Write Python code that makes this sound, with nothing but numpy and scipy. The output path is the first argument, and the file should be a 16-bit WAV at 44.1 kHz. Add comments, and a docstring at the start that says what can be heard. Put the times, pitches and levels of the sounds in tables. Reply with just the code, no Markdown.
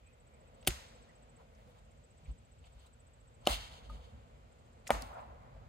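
"""Three axe blows on split firewood in a garden, picked up by a phone a few metres away.
Traffic hums far off as flickering noise bands; a bush cricket chirps in bouts, with faint gliding calls.
Before each blow, stirs of grit and leaves rustle as noise grains; damped low tones thump in the soil.
Each blow is a burst of clicks that rings the log, cracks the grain and tears splinters; trees scatter it back.
After the last two, chips and billets spill and settle; one billet knocks clearly between those blows."""
import sys
import numpy as np
from scipy import signal
from scipy.fft import rfft, irfft, next_fast_len
from scipy.io import wavfile
from scipy.ndimage import uniform_filter1d

SR = 44100
rng = np.random.default_rng(int(sys.argv[2]) if len(sys.argv) > 2 else 0)


def makeup_ratio(level_db):
    """Linear amplitude ratio for a level in decibels (20 dB per factor of ten)."""
    decades = np.asarray(level_db, float) / 20
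    return 10 ** decades


def output_pcm(signal):
    """Save a mono or channel-first signal as 16-bit PCM at the path in sys.argv[1].

    Samples are clipped to [-1, 1] before scaling.
    """
    pcm = np.clip(np.atleast_2d(signal).T, -1, 1) * 32767
    wavfile.write(sys.argv[1], SR, np.round(pcm).astype(np.int16))


N = 250838
T = np.arange(N) / SR  # time in seconds


def shaped(x, gain):
    """Filter by a complex gain given as a function of Hz."""
    n = next_fast_len(x.shape[-1] + SR // 4)
    hz = np.arange(n // 2 + 1) * SR / n + 1e-3
    return irfft(rfft(x, n) * gain(hz), n)[..., :x.shape[-1]]


def resonate(x, peaks):
    """Sum of two-pole resonances (Hz, width Hz, dB)."""
    return shaped(x, lambda f: sum(makeup_ratio(db) / (1 + 1j * (f * f - hz * hz) / (f * w)) for hz, w, db in peaks))


def resonate_twice(x, peaks):
    """The same resonances in two passes, for steeper skirts."""
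    return resonate(resonate(x, peaks), peaks)


def half_octave(f, hz):
    """Cosine-edged band gain around hz, zero half an octave away on either side."""
    return np.cos(np.pi * np.clip(np.log2(f / hz), -.5, .5))


def unit(x):
    """Scale to rms 1."""
    return x / np.sqrt(np.mean(x ** 2))


def walk(rate):
    """Random levels held 1 / rate s and slewed twice; spread near 1."""
    k = int(SR / rate)
    held = np.repeat(rng.standard_normal(N // k + 1), k)
    return uniform_filter1d(uniform_filter1d(held, k), k)[:N] * 4 / 3


def pair(alike):
    """Stereo noise whose channels correlate by alike (negative values count as 0)."""
    mid, side = rng.standard_normal((2, N))
    a = np.clip(alike, 0, 1)
    return np.array([mid * np.sqrt(1 + a) + s * side * np.sqrt(1 - a) for s in (1, -1)]) / np.sqrt(2)


def add(out, s, x):
    """Mix x into out from time s."""
    i = int(s * SR)
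    out[..., i:i + x.shape[-1]] += x[..., :N - i]


def lag(x):
    """Sound from the side reaches the left port a little late."""
    return np.array([np.roll(x[0], 20), x[1]])  # samples


def air():
    """Half-octave bands of distant noise that flicker alone; rumble and traffic drone swell on their own."""
    # How the far noise moves about its median. Each row: time in seconds, low rumble in dB, drone in dB.
    far_swells = [(0.0, -66.5, -76), (0.6, -65.5, -69.5), (1.0, -65, -70), (1.9, -64.5, -73),
                  (2.5, -65.5, -74.5), (3.2, -65, -74.5), (3.951, -60.5, -67.5), (4.5, -65, -72.5),
                  (5.2, -63, -67.5), (5.69, -57, -68.5)]
    # Spectral tilt of the far noise. Each row: frequency in Hz, relative density in dB per Hz.
    tilt = [(15, -40.5), (25, -15), (49, 3.5), (97, -4.5), (114, -4), (195, -13.5), (236, -8), (293, -20.5),
            (476, -8.5), (1070, -20.5), (2480, -27.5), (5570, -39), (7510, -36.5), (9840, -49),
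            (16000, -45)]
    level_db = -59
    bass_alike = .87  # share of the far bass common to both ports, 0 to 1
    s, rumble_db, drone_db = np.transpose(far_swells)
    rumble, drone = (np.interp(T, s, c - np.median(c)) for c in (rumble_db, drone_db))
    tilt_hz, tilt_db = np.transpose(tilt)
    out, power = 0, 0
    for hz in 32 * 2 ** np.arange(0, 9, .5):
        noise = pair(bass_alike - 1.7 / (1 + (2500 / hz) ** 2))  # the ports agree less in the treble
        band = shaped(noise, lambda f: makeup_ratio(np.interp(np.log(f), np.log(tilt_hz), tilt_db)) * half_octave(f, hz))
        power += np.mean(band ** 2)
        swell = rumble if hz < 170 else drone * np.clip(1.5 - hz / 2000, 0, 1)
        flicker = 0.37 * walk(10) + 0.59 * walk(2.5)  # dB
        out = out + band * makeup_ratio(swell + flicker)
    return out * makeup_ratio(level_db) / np.sqrt(power)


def calls():
    """Short gliding whistles, perhaps birds, whose level flutters as distance smears them."""
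    # Faint far calls. Each row: start in seconds, length in seconds, level in dB before flutter,
    # start pitch in Hz, end pitch in Hz.
    glides = [(0.005, 0.15, -72.5, 2380, 2600), (.11, .05, -76, 2050, 2050), (0.3, 0.11, -75, 2230, 2330),
              (.44, .07, -74, 2450, 2600), (1.064, 0.075, -69, 1950, 1970), (1.37, .06, -70, 1130, 1180),
              (1.565, .065, -73, 1960, 2000), (5.58, .1, -79, 2050, 1400), (1.645, 0.07, -60, 470, 520)]
    out = np.zeros((2, N))
    for s, length, db, start_hz, end_hz in glides:
        k = int(length * SR)
        phase = 2 * np.pi * np.cumsum(np.linspace(start_hz, end_hz, k)) / SR
        tone = np.sin(phase) * np.hanning(k)
        flutter = uniform_filter1d(rng.standard_normal((2, k)), SR // 400) * 8
        add(out, s, makeup_ratio(db) * tone * (.7 + 1.5 * flutter))
    return out


def cricket():
    """Each wing stroke sounds a comb of rough tones in a 25 ms swell, with a faint echo."""
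    # Bouts of chirping. Each row: first chirp in seconds, end of the bout in seconds, period in seconds,
    # spread of the tones about their centre as a factor.
    bouts = [(.059, 1.37, .0682, 1), (1.777, 2.0, .0635, 1.6), (2.032, 3.42, .0686, 1),
             (4.514, 5.2, .0684, 1.6)]
    # Level of each bout in dB, before the chirps vary.
    bout_db = [-68.5, -74, -68.5, -73.5]
    # Wing tones. Each row: frequency in Hz before spreading, relative level in dB.
    wing = [(7400, -7), (7750, 2), (8290, 1), (8500, -8)]
    centre_hz = 8020
    out, t = np.zeros(N), T[:SR // 40]
    for (first, last, period, spread), db in zip(bouts, bout_db):
        for s in np.arange(first, last, period):
            c = rng.standard_normal(10)  # no two chirps alike: pitch, phase, timing, level
            tone = 0
            for k, (hz, tone_db) in enumerate(wing):
                pitch = (centre_hz + spread * (hz - centre_hz)) * (1 + c[k] / 900)
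                tone = tone + makeup_ratio(tone_db) * np.sin(2 * np.pi * pitch * t + 3 * c[k + 4])
            rough = 1 + .3 * unit(uniform_filter1d(rng.standard_normal(len(t)), SR // 600))
            swell = makeup_ratio(db + 1.6 * c[9]) * np.hanning(len(t)) ** .7
            add(out, s + c[8] / 1000, swell * rough * tone / 2)
    echo = .2 * np.roll(out, SR // 60)
    return out + echo * np.array([[1], [-1]])  # the echo is opposite in the two ports


def thumps():
    """Blows, steps and falling billets ring the soil as damped low tones; rough rumble trails them."""
    # Thumps through the soil. Each row: start in seconds, level in dB before rise and decay,
    # pitch in Hz, rise in seconds, decay by 60 dB in seconds.
    soil = [(0.677, -27, 350, .003, .06), (0.681, -20, 105, 0.002, 0.025), (0.684, -33, 64, 0.0078, 0.2),
            (2.6, -41, 68, 0.013, 0.15), (2.272, -26, 53, 0.014, 0.17), (2.222, -53, 150, 0.01, 0.4),
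            (5.26, -45.5, 74, 0.037, 0.48), (5.515, -42.5, 50.3, 0.039, 0.36), (3, -41, 60, 0.023, 0.1),
            (3.49, -30, 51, 0.0062, 0.31), (3.881, -38, 52, 0.0087, 0.6), (4.122, -40, 73, 0.0072, 0.18),
            (4.43, -44, 50, 0.029, 0.29), (4.3, -42.5, 59, 0.014, 0.11), (4.914, -33, 52, 0.0071, 0.51),
            (4.906, -33, 215, 0.0052, 0.095), (2.737, -38, 58, .012, .12)]
    skew = .08  # radians each way: the ports hear the tone a little out of phase
    shudder_db, shudder_hz, shudder_longer = -15, 73, 1.6  # the rumble decays 1.6 times as long
    out, shake, t = np.zeros((2, N)), np.zeros(N), T[:SR // 2]
    for s, db, hz, rise, t60 in soil:
        phase = 2 * np.pi * hz * t + np.array([[-skew], [skew]])
        swell = makeup_ratio(db) * (1 - np.exp(-(t / rise) ** 2))
        add(out, s, swell * makeup_ratio(-60 * t / t60) * np.sin(phase))
        add(shake, s, swell * makeup_ratio(-60 * t / (shudder_longer * t60)))
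    rumble = unit(resonate_twice(pair(.65), [(shudder_hz, 80, 0)]))
    return out + makeup_ratio(shudder_db) * shake * rumble


def rustle():
    """Dense grains of uneven size in three colours, played by stirs and spills."""
    # Feet and billets stir grit and leaves; each stir swells, then stops. Each row: end of the swell in seconds,
    # swell in seconds, grit in dB, fine hiss in dB, wooden scrape in dB.
    stirs = [(0.62, 0.39, -77.5, -94, -77.5), (0.665, 0.057, -74.5, -85, -72), (1.42, 0.075, -77, -88, -62),
             (1.64, 0.15, -76.5, -82, -71.5), (1.72, .12, -75.5, -82, -72.5), (1.79, 0.11, -77, -85, -70),
             (2.31, 0.15, -74, -86.5, -66.5), (2.671, 0.071, -73, -95, -67),
             (2.87, 0.32, -72.5, -83.5, -70.5), (3.45, .06, -69, -91.5, -60.5),
             (4.865, 0.025, -70.5, -95.5, -74)]
    # Chips, grit and billets spill and settle. Each row: start in seconds, decay by 60 dB in seconds
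    # before the colour's share, grit in dB, fine hiss in dB, wooden scrape in dB.
    spills = [(3.483, 0.13, -36.5, -46, -40), (3.505, 0.27, -40, -54, -59), (3.57, 0.9, -50, -87, -63),
              (3.70, 0.75, -57.5, -89, -61), (3.89, 0.52, -63, -77.5, -62.5), (4.0, 1.8, -72, -93.5, -72.5),
              (4.925, 0.16, -54.5, -72, -42.5), (5.0, 0.45, -60, -67, -50.5), (5.08, 1.1, -89, -81, -51),
              (5.12, 0.78, -88, -91.5, -53), (5.21, 0.53, -90.5, -93.5, -58), (5.41, 0.9, -89.5, -99, -61)]
    # Decay share of each colour, one row each for grit, hiss and scrape: the scrape lasts longest.
    t60_share = np.array([
        [0.87],
        [0.88],
        [1.07],
    ])
    # Grit resonances. Each row: frequency in Hz, width in Hz, gain per pass in dB.
    grit = [(2280, 350, -2.5), (2810, 220, .5), (3100, 160, 4), (3430, 160, 3), (3750, 180, 1),
            (3600, 4600, -2), (4210, 160, -1), (4500, 200, -4), (6560, 2500, -9)]
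    # Fine hiss resonances. Each row: frequency in Hz, width in Hz, gain per pass in dB.
    hiss = [(8800, 5000, 0.5), (13000, 5000, -4.5)]
    # Wooden scrape resonances. Each row: frequency in Hz, width in Hz, gain per pass in dB.
    scrape = [(600, 170, -0.5), (745, 240, 6), (970, 200, 0.5), (1190, 450, -3.5), (1550, 250, -15)]
    stir_power, stir_t60 = 1.1, 0.087  # swell exponent, seconds
    spill_rise, spill_hold = 0.011, 0.033  # seconds
    power = np.zeros((3, N))
    for s, swell, *levels_db in stirs:
        rise = np.clip(1 + (T - s) / swell, 0, 1) ** stir_power
        fall = makeup_ratio(-60 * np.maximum(T - s, 0) / stir_t60)
        power += (makeup_ratio(levels_db)[:, None] * rise * fall) ** 2
    for s, t60, *levels_db in spills:
        rise = np.clip((T - s) / spill_rise, 0, 1)
        fall = makeup_ratio(-60 * np.maximum(T - s - spill_hold, 0) / (t60 * t60_share))
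        power += (makeup_ratio(levels_db)[:, None] * rise * fall) ** 2
    out = 0
    for colour, colour_power in zip((grit, hiss, scrape), power):
        size_db = 1.7 * rng.exponential(1, N)
        grains = pair(.4) * makeup_ratio(size_db + 2.1 * walk(45))
        out = out + np.sqrt(colour_power) * unit(resonate_twice(grains, colour))
    return out


def ticks():
    """Short noise ticks, dull or bright, some just before or after a blow: each through one steep resonance."""
    # Each row: start in seconds, level in dB, centre in Hz, width in Hz,
    # decay of the noise by 60 dB in seconds.
    noise_ticks = [(0.626, -65, 2860, 2497, 0.031), (0.648, -64, 2500, 3000, 0.016),
                   (0.666, -48.5, 3020, 5020, 0.046), (3.453, -55, 3930, 3020, 0.057),
                   (3.465, -40.5, 1500, 4116, 0.07), (2.864, -71, 4000, 400, 0.05),
                   (2.862, -72, 7500, 5000, .07), (2.255, -66, 2400, 900, .16),
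                   (2.64, -67, 2800, 1200, .14), (3.488, -44.5, 290, 260, 0.14),
                   (1.548, -75, 5800, 1800, 0.045), (4.868, -47.5, 2000, 2200, 0.05),
                   (4.874, -47, 6500, 4970, 0.045), (4.892, -41, 800, 495, 0.043),
                   (0.703, -46.5, 2800, 2485, 0.037), (5.021, -50, 4500, 2000, 0.011),
                   (5.02, -52.5, 8000, 6000, 0.0095), (5.562, -58, 600, 400, 0.038),
                   (5.022, -49.5, 250, 150, 0.049), (5.128, -62, 1520, 250, .08),
                   (5.153, -55, 1300, 250, 0.079), (5.179, -56.5, 970, 181, .07),
                   (5.228, -53, 760, 160, .07), (5.345, -57, 560, 199.8, .06)]
    out, t = np.zeros((2, N)), T[:SR // 6]
    for s, db, hz, width, t60 in noise_ticks:
        tick = pair(.7)[:, :len(t)] * makeup_ratio(-60 * t / t60) * np.clip(t / 0.002, 0, 1)
        tick = resonate(resonate(tick, [(hz, width, 0)]), [(hz, max(width, hz / 4), 0)])
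        add(out, s, makeup_ratio(db) * tick / np.sqrt(np.sum(tick ** 2) / (SR / 50)))
    return out


def knock():
    """A split billet taps another and rings clearly as a few decaying modes."""
    # Modes of the billet. Each row: frequency in Hz, relative level in dB, decay by 60 dB in seconds.
    billet = [(1236, 0, 0.093), (900, -5.5, 0.065), (560, -10, 0.091), (4400, -17, .03)]
    start, level_db = 3.897, -45  # seconds, dB
    out, t = np.zeros(N), T[:SR // 6]
    ring = sum(makeup_ratio(db - 60 * t / t60) * np.sin(2 * np.pi * hz * t) for hz, db, t60 in billet)
    add(out, start, makeup_ratio(level_db) * ring * np.clip(t * 1000, 0, 1))  # 1 ms rise
    return out


def trees(levels_db, far_share):
    """Leaves and trunks scatter a blow back as a diffuse tail that lasts longest in the middle range."""
    # Decay of the far trees. Each row: frequency in Hz, decay by 60 dB in seconds.
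    far_decay = np.array([(200, 0.73), (700, 1.7), (2000, 1.6), (4000, 1.5), (9000, .8), (15000, 0.77)])
    # Low, middle and treble colour, one list each.
    # Each row: frequency in Hz, width in Hz, gain per pass in dB.
    echo_bands = [
        [(705, 700, 0.5), (1265, 2300, 1.5), (250, 300, 0)],
        [(1900, 1600, 1.5), (3700, 3600, 2.5)],
        [(7800, 5000, 3), (12200, 3600, -5)],
    ]
    t, tail = T[:SR], 0
    for hz in 150 * 2 ** np.arange(0, 6.8, .5):
        t60 = np.interp(np.log(hz), np.log(far_decay[:, 0]), far_decay[:, 1])
        fall = far_share * makeup_ratio(-60 * t / t60) + makeup_ratio(-60 * t / (0.35 * t60))  # near bushes die first
        band = pair(0.45)[:, :SR] * fall * np.sqrt(1000 / hz)
        tail = tail + shaped(band, lambda f: half_octave(f, hz))
    tail = tail * np.clip((t - .003) / 0.0085, 0, 1)  # the scatter arrives late and fades in
    out = 0
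    for k, (peaks, db) in enumerate(zip(echo_bands, levels_db)):
        part = resonate_twice(tail, peaks)
        early_rms = np.sqrt(np.mean(part[:, :SR // 20] ** 2))
        out = out + (-1) ** k * makeup_ratio(db) * part / early_rms  # neighbouring bands in opposite polarity
    return out


def axe():
    """The edge stutters into the grain: a burst of clicks that rings log, crack and splinter bands."""
    # Axe blows. Each row: start in seconds, wood ring in dB, edge crack in dB, fine splinter in dB,
    # contact time in seconds, undriven mode in Hz, its reach in octaves, shove time in seconds.
    blows = [(0.6718, -21, -17.5, -17.5, 0.0049, 1000, .45, .00027),
             (3.4711, -14, -17, -32, 0.0015, 1750, .12, .00035),
             (4.9046, -12, -27.5, -36, 0.0013, 320, .75, .00042)]
    # What trees and bushes scatter back of each blow. Each row: low in dB, middle in dB, treble in dB,
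    # share from far trees.
    echoes = [(-56, -50, -50.5, 0.23), (-47.5, -48.5, -54, 0.14), (-42.5, -55.5, -51.5, .04)]
    # The log rings. Each row: frequency in Hz, relative level in dB, decay by 60 dB in seconds.
    wood = [(238, -6, 0.041), (376, -1, 0.035), (480, -9, 0.047), (604, -1.5, 0.042), (750, -1.5, .045),
            (800, 2, 0.037), (935, -4.5, 0.042), (1060, -1, 0.018), (1228, 0, 0.027), (1420, -4, 0.025),
            (1606, -10, 0.04), (1800, -9, 0.027), (2050, -9, 0.027), (2270, -8.5, .03), (2835, -14, 0.027)]
    # Edge biting the grain. Each row: frequency in Hz, width in Hz, relative level in dB.
    crack_peaks = [(2150, 470, 3), (2950, 560, 10.5), (3330, 500, -4), (4300, 900, -11)]
    # Fibres tearing. Each row: frequency in Hz, width in Hz, relative level in dB.
    splinter_peaks = [(9570, 1500, 6), (12900, 3900, -8.5), (7000, 460, -15)]
    # Phase offset between the two ports. 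Each row: frequency in Hz, side under mid in dB.
    ports = [(60, -22.5), (110, -18), (200, -22), (380, -12.5), (700, -6), (1290, -2.5), (2380, -16),
             (4400, -9), (8120, -8), (15000, -3)]
    bite_rise, bite_fall, shove_late = .3, .8, .4  # shares of the contact time
    tear_share, tear_s = .25, 0.0076  # fibres go on tearing after the bite; fade in seconds
    out, t = np.zeros((2, N)), T[:SR // 5]
    port_hz, port_db = np.transpose(ports)
    lead = SR // 100  # samples kept free ahead of the hit, for the port filter
    for (s, *levels_db, contact, node_hz, reach, shove), (*echo_db, far_share) in zip(blows, echoes):
        ring = 0
        for hz, db, t60 in wood:
            # modes with a node under the blade stay quiet
            driven = 1 - 0.93 * np.exp(-(np.log2(hz / node_hz) / reach) ** 2)
            ring = ring + makeup_ratio(db) * driven * np.sin(2 * np.pi * hz * t) * makeup_ratio(-60 * t / t60)
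        # nor does the first swing carry that band
        ring = ring - .85 * resonate(ring, [(node_hz, node_hz * reach, 0)])

        bite = np.clip(t / (bite_rise * contact), 0, 1) ** 1.7
        release = np.exp(-np.maximum(t - contact, 0) / max(bite_fall * contact, 1e-4))
        tear = tear_share * np.clip(t / contact, 0, 1) * np.exp(-t / tear_s)
        clicks = rng.standard_normal((3, len(t))) * (bite * release + tear)

        # the edge cracks the grain before the wedge shoves the log
        late = np.maximum(t - shove_late * contact, 0)
        # one short shove amid chatter that starts with the bite
        push = late / shove * np.exp(-late / shove) + 0.18 * clicks[0]
        push = push - uniform_filter1d(push, int(0.0016 * SR))  # the loose log yields to slow force

        log_ring = signal.fftconvolve(ring, push)[:len(t)]
        parts = [log_ring, resonate(clicks[1], crack_peaks), resonate(clicks[2], splinter_peaks)]
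        hit = sum(makeup_ratio(db) * p / np.sqrt(np.sum(p ** 2) / (SR / 250)) for p, db in zip(parts, levels_db))
        hit = np.roll(hit, lead)
        side = shaped(hit, lambda f: 1j * makeup_ratio(np.interp(np.log(f), np.log(port_hz), port_db)))
        add(out, s - lead / SR, -np.array([hit + side, hit - side]) / 2)
        add(out, s, lag(trees(echo_db, far_share)))
    return out


def scene():
    """All sources, from the far noise to the axe."""
    background = lag(air()) + calls() + cricket()
    ground = thumps() + lag(rustle())
    return background + ground + ticks() + knock() + axe()


def top_cut(x):
    """Nothing passes above the cut-off."""
    return signal.sosfilt(signal.butter(12, 17030, fs=SR, output="sos"), x)


def record(dry):
    """The phone has a few dips in its response and cuts deep bass and the very top."""
    # Dips in the response. Each row: frequency in Hz, width in Hz, share removed.
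    mic_dips = [(404, 110, 0.56), (1707, 270, 0.37), (5740, 350, 0.3), (15000, 3500, 0.34)]
    removed = resonate(dry, [(hz, width, 20 * np.log10(share)) for hz, width, share in mic_dips])
    x = dry - removed
    x = signal.sosfilt(signal.butter(4, 38, "high", fs=SR, output="sos"), x)
    x = signal.sosfilt(signal.ellip(8, .2, 60, 15900, fs=SR, output="sos"), x)
    return top_cut(x)


dry = scene()
out = record(dry)
output_pcm(out)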